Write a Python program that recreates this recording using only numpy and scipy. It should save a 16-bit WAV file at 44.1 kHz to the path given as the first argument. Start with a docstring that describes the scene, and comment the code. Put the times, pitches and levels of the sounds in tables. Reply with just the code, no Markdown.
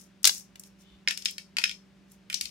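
"""A crisp fried chip is snapped by hand just above a plate, close to the microphone in a small room.
After a faint rub it breaks at 0.25 s: a quick run of brittle fractures rings its damped modes.
A bright rustle follows; near 0.9 s it creaks between the fingers by stick-slip. Pieces then clatter,
mostly at 1.1-1.7 s and again from 2.3 s, each impact ringing both piece and plate.
Throughout, the hands bump softly now and then, and a motor hums faintly behind."""
import sys
import numpy as np
from scipy import signal
from scipy.fft import rfft, irfft
from scipy.io import wavfile
from scipy.ndimage import uniform_filter1d, minimum_filter1d

SR = 44100
rng = np.random.default_rng(int(sys.argv[2]) if len(sys.argv) > 2 else 0)


def wav_out(sig):
    """Save sig, one row per channel (or a flat mono array), as 16-bit PCM at SR to the path in sys.argv[1]."""
    wavfile.write(sys.argv[1], SR, np.round(np.clip(np.atleast_2d(sig).T, -1, 1) * 32767).astype(np.int16))


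N = 110250
CHIP_T60_S = 0.021  # ringing of the cracked chip and of its crumbs


def amp(db):
    """Amplitude ratio of a level in decibels."""
    return 10 ** (np.asarray(db) / 20)


def unit(x):
    """Normalisation to rms 1."""
    return x / np.sqrt(np.mean(x ** 2))


def curve(points, hz):
    """Interpolation of (frequency [Hz], value) points on a logarithmic frequency axis."""
    p = np.array(points)
    return np.interp(np.log(hz + 1), np.log(p[:, 0]), p[:, 1])


def bins(size):
    """Frequencies [Hz] of a real Fourier transform."""
    return np.arange(size // 2 + 1) * SR / size


def colour(x, db):
    """Minimum-phase filter with a gain [dB] per bin, made causal by folding the cepstrum."""
    n = x.shape[-1]
    cepstrum = irfft(np.log(amp(db)), n)
    cepstrum[1:n // 2] *= 2
    cepstrum[n // 2 + 1:] = 0
    return irfft(rfft(x) * np.exp(rfft(cepstrum)), n)


def shape(x, db):
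    """Whitening and filtering: a new spectral envelope [dB] that keeps the fine resonances."""
    power = uniform_filter1d((abs(rfft(x)) ** 2).mean(0), size=x.shape[1] // 64)
    return colour(x, db - 10 * np.log10(power))


def shelves(hz, body_db, treble_db, body_hz=3460, treble_hz=6750):
    """Size sets the spectrum [dB]: big pieces radiate more body, small splinters more treble."""
    return body_db / (1 + (hz / body_hz) ** 6) + treble_db / (1 + (treble_hz / (hz + 1)) ** 6)


def fade(t, t60):
    """Exponential damping, 60 dB in t60 seconds."""
    return np.exp(-np.log(1000) * t / t60)


def swell(middle, length):
    """Gaussian envelope, 17 dB down at both ends of its length [s]."""
    return np.exp(-2 * ((np.arange(N) / SR - middle) / (length / 2)) ** 2)


def add(out, x, start, db, pan_db=0):
    """Superposition of a stereo transient; its level is that of its energy packed into 4 ms."""
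    x = x / np.sqrt((x ** 2).sum(1, keepdims=True) / (.004 * SR))
    gains = amp(db + np.array([[pan_db], [-pan_db]]) / 2)
    i = int(start * SR)
    out[:, i:i + x.shape[1]] += (x * gains)[:, :N - i]


def flake(t, t60, count=50, gap_hz=329.5, mic_spread_rad=1.945):
    """Bending modes of a thin flake: about evenly spaced, damped, phased apart at the microphones."""
    detune, strength, damping, mic_phase = rng.standard_normal((4, count, 1))
    hz = gap_hz * (np.arange(count)[:, None] + 1 + 0.28 * detune)
    phase = 2 * np.pi * hz * t + rng.uniform(0, 2 * np.pi, (count, 1))
    envelopes = amp(strength) * fade(t, t60 * np.exp(.2 * damping))
    return np.array([(envelopes * np.sin(phase + p)).sum(0) for p in (0, mic_spread_rad * mic_phase)])


def cracks(size=2048, jump_count=10):
    """Brittle fracture: each crack advances in tiny jumps, impulses that excite the chip's modes."""
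    # cracks in the chip: (time [s], level [dB], duration [s], body [dB], treble [dB])
    fractures = [(0.2308, -39, 0.00024, -9, 11), (0.2435, -13.5, 0.00051, -9.5, -11),
                 (0.251, -6.5, 0.0012, -4, 0.5), (0.2546, -30, 0.0011, 0, -14),
                 (0.262, -19.5, 0.011, -8, -16), (0.2725, -12, 0.0024, 0, 5.5),
                 (0.2782, -20.5, 0.0019, -2.5, 2), (0.2925, -20.5, 0.0028, -4.5, -30),
                 (0.556, -45, 0.0019, 12, 5.5), (0.596, -38.5, .001, -55, 7), (1.249, -37, 0.002, -8, 4),
                 (1.308, -38.5, 0.0025, -10, 19), (2.118, -50.5, 0.00053, -5, 20.5)]
    # spectral envelope of a crack: (frequency [Hz], gain [dB])
    spectrum = [(130, -35), (450, -20.5), (1000, -13), (1500, -9), (3000, -2.5), (5500, -1.5), (8000, -4),
                (15000, -15.5)]
    out, t, hz = np.zeros((2, N)), np.arange(size) / SR, bins(size)
    for start, db, length, body, treble in fractures:
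        jumps = np.zeros(size)
        jump_s = (np.arange(jump_count) + rng.random(jump_count)) / jump_count * length
        jumps[(jump_s * SR).astype(int)] = rng.choice([-1, 1], jump_count)
        ringing = irfft(rfft(flake(t, CHIP_T60_S)) * rfft(jumps))
        add(out, shape(ringing, curve(spectrum, hz) + shelves(hz, body, treble)), start, db)
    return out


def ring(t, hz, t60):
    """Damped oscillator: one mode, in quadrature at the two microphones."""
    phase = 2 * np.pi * hz * t + rng.uniform(0, 2 * np.pi) + np.array([[0], [np.pi / 2]])
    return unit(np.sin(phase) * fade(t, t60))


def taps(size=2048, contact_s=0.00042, ring_db=-4.5, crumb_count=7, crumb_db=-17.5, settle_s=0.048):
    """Impact excitation: a landing piece rings, one mode above the rest; then crumbs settle."""
    # pieces hitting the plate and each other: (time [s], level [dB], low edge of the modes [Hz],
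    # body [dB], treble [dB], strong mode [Hz], left minus right [dB])
    impacts = [(0.636, -46.5, 2000, -10, 13, 5510, -5.5), (1.0750, -17.5, 1247, 8, -4, 5160, -5.5),
               (1.084, -26.5, 1350, -13, -6, 5170, 12.5), (1.1085, -24.5, 1370, 4.5, 7.5, 2250, 3.5),
               (1.1742, -31.5, 1400, -8, 9.5, 5400, 2), (1.222, -39.5, 2200, -10, 2.5, 5030, -0.5),
               (1.257, -18.5, 2060, -7, -3, 5170, 0), (1.381, -32, 1810, -1.5, 5, 4560, -0.5),
               (1.5679, -23, 1975, 4, 2.5, 4760, -1), (1.5844, -21, 710, 6, 6.5, 4570, 2.5),
               (1.6180, -34, 1900, 9, 10, 2550, 1), (1.639, -14.5, 1580, 3.5, -1, 5245, -0.5),
               (1.6939, -29.5, 2280, 1.5, -2, 3250, 0), (1.7118, -34.5, 2230, 0, 0, 2330, 1.5),
               (2.2996, -30, 1560, 9, 12.5, 3070, -4.5), (2.3276, -30.5, 1400, 1, 7, 3160, -3),
               (2.3428, -22.5, 2350, -22, -5, 5750, 3.5), (2.4107, -23.5, 2070, -7.5, 10.5, 4580, -1),
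               (2.4550, -33, 2040, -7.5, 2.5, 4470, 6)]
    # spectral envelope of a piece: (frequency [Hz], gain [dB])
    spectrum = [(150, -14.5), (600, -15.5), (1400, -9.5), (2400, 0.5), (3400, -1.5), (5300, -7),
                (7500, -13), (12000, -21), (15000, -33)]
    out, t, hz = np.zeros((2, N)), np.arange(size) / SR, bins(size)
    contact = 1 - np.exp(-t / contact_s)
    for start, db, low_hz, body, treble, ring_hz, pan in impacts:
        bass_cut_db = -17 / (1 + (hz / (.8 * low_hz)) ** 8)
        tone = curve(spectrum, hz) + shelves(hz, body, treble) + bass_cut_db
        piece = unit(shape(flake(t, t60=0.018) * contact, tone))
        strong_mode = amp(ring_db) * ring(t, ring_hz, t60=0.019)
        add(out, piece + contact * (strong_mode + plate(t, body, treble)), start, db, pan)
        for late in rng.random(crumb_count):  # later crumbs are softer
            crumb = shape(flake(t, CHIP_T60_S), tone - shelves(hz, body, 0))
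            landing_s = min(start + late * settle_s, (N - 1) / SR)
            add(out, crumb, landing_s, db + crumb_db - 10 * late, pan)
    return out


def plate(t, body, treble, t60=0.044, detune=0.016):
    """Modal response of the plate: levels and pitches vary slightly with the spot that is hit."""
    # modes of the plate with chips lying on it: (frequency [Hz], relative level [dB])
    modes = [(620, -38), (1440, -22.5), (1860, -18), (2120, -19), (2490, -10.5), (5190, -13.5)]
    spot = rng.uniform(-1.13, 1, (len(modes), 2))
    return sum(amp(db + shelves(hz, body, treble) + louder_db) * ring(t, hz * (1 + detune * higher), t60)
               for (hz, db), (louder_db, higher) in zip(modes, spot))


def rubs():
    """Friction noise: skin drags over the rough crust in a fine crackle, loudest just after the snap."""
    # finger strokes: (centre time [s], duration [s], level [dB])
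    strokes = [(-0.015, 0.16, -52.5), (0.35, 0.1502, -41), (0.669, 0.043, -56), (0.81, 0.068, -62.5),
               (2.125, 0.086, -63.5)]
    # tone of the bright, hissy rustle, strongest above 5 kHz: (frequency [Hz], gain [dB])
    rustle_tone = [(900, -12.5), (4700, 1.5), (5400, 10.5), (10000, 5), (15000, -1.5)]
    noise = rng.standard_normal((2, N))
    grains = np.repeat(rng.standard_normal(N // 40 + 1), 40)  # about 1 ms each
    roughness_db = 5 * uniform_filter1d(grains, size=8)[:N]
    crackle = unit(colour(noise * amp(roughness_db), curve(rustle_tone, bins(N))))
    return crackle * sum(amp(db) * swell(middle, length) for middle, length, db in strokes)


def slide(modes_hz=(3080, 3490), bandwidth_hz=170, db=-64):
    """Stick-slip friction: tiny slips of a fingertip excite two resonances of the chip."""
    slips = rng.standard_normal((2, N)) ** 3
    creak = sum(signal.lfilter(*signal.iirpeak(hz, hz / bandwidth_hz, fs=SR), slips) for hz in modes_hz)
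    return unit(creak) * amp(db) * swell(middle=0.91, length=0.24)


def bumps(hz=58):
    """Soft impacts hold only low frequencies: dull thuds as the hands jerk and touch down."""
    # bumps of the hands: (centre time [s], duration [s], level [dB])
    thuds = [(0.281, 0.019, -48), (0.94, 0.07, -57.5), (1.706, 0.16, -64), (2.451, 0.12, -60)]
    t = np.arange(N) / SR
    return sum(amp(db) * swell(middle, length) * np.sqrt(2) * np.cos(2 * np.pi * hz * (t - middle))
               for middle, length, db in thuds)


def room(x, size=16384, bands=8, onset_s=0.0062, early_db=-7.5):
    """Reverberation: dense early reflections, then a short tail that lasts longest in the treble."""
    # decay of the room: (frequency [Hz], reverberation time [s])
    decay = [(2000, 0.12), (5300, 0.245), (12000, 0.21)]
    # spectral envelope of the reflections: (frequency [Hz], gain [dB])
    spectrum = [(300, -1), (2200, -4.5), (4200, -10.5), (5800, -4.5), (8000, -8.5), (15000, -6)]
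    t, hz = np.arange(size) / SR, bins(size)
    noise = rfft(rng.standard_normal((2, size)))
    centres_hz = np.geomspace(500, 14000, bands)
    tail = sum(irfft(noise * curve(np.c_[centres_hz, band], hz)) * fade(t, curve(decay, centre))
               for centre, band in zip(centres_hz, np.eye(bands)))
    early = amp(early_db) * rng.standard_normal((2, size)) * fade(t, t60=0.12)
    echoes = (tail + early) * np.clip(t / onset_s - .5, 0, 1)
    response = colour(unit(echoes) / np.sqrt(size), curve(spectrum, hz))
    return signal.fftconvolve(x, response, axes=1)[:, :N]


def motor(waver_db=0.9, waver_rad=0.11, knots=20):
    """Tonal hum of a motor: each partial wavers by slow random amplitude and phase modulation."""
    # partials of the hum: (frequency [Hz], level [dB])
    partials = [(59, -75), (173, -68.5), (194, -60.5), (388, -76), (582, -78.5)]
    t, hum = np.arange(N) / SR, np.zeros(N)
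    waver = lambda: np.interp(t, np.linspace(0, t[-1], knots), rng.standard_normal(knots))
    for hz, db in partials:
        peak = np.sqrt(2) * amp(db + waver_db * waver())
        hum += peak * np.sin(2 * np.pi * (hz * t + rng.random()) + waver_rad * waver())
    return hum


def air(mid_db=-64, side_ratio_db=-5):
    """Ambient noise: quiet room air, partly coherent between the two microphones."""
    # spectral envelope of the air: (frequency [Hz], gain [dB])
    spectrum = [(25, -27.5), (55, -10.5), (125, -4), (310, -6), (520, -17), (2500, -19.5), (6000, -29),
                (15000, -45)]
    mid, side = (unit(colour(rng.standard_normal(N), curve(spectrum, bins(N)))) for _ in range(2))
    return amp(mid_db) * (mid + amp(side_ratio_db) * side * np.array([[1], [-1]]))


def scene():
    """Superposition of the chip's direct sound, its reverberation, the bumps and the background."""
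    snap, clatter, rub = cracks(), taps(), rubs()
    direct = snap + clatter + rub + slide()
    reverberation = room(amp(-4) * (snap + rub) + amp(-0.5) * clatter)
    return direct + reverberation + bumps() + motor() + air()


def record(dry, ceiling=1, limiter_s=.002, cutoff_hz=15800):
    """Transduction: two microphones of unequal response, a fast peak limiter and a steep low-pass."""
    # difference between the microphones: (frequency [Hz], left minus right [dB])
    balance = [(200, -1.5), (800, 0), (2200, 1), (5000, 7), (13000, 0)]
    tilt = curve(balance, bins(N)) / 2
    heard = np.array([colour(dry[0], tilt), colour(dry[1], -tilt)])
    span = int(limiter_s * SR)
    needed_gain = ceiling / np.maximum(abs(heard).max(0), ceiling)
    gain = uniform_filter1d(minimum_filter1d(needed_gain, span), span)
    return signal.sosfilt(signal.ellip(12, .2, 80, cutoff_hz, fs=SR, output="sos"), heard * gain)


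dry = scene()
out = record(dry)
wav_out(out)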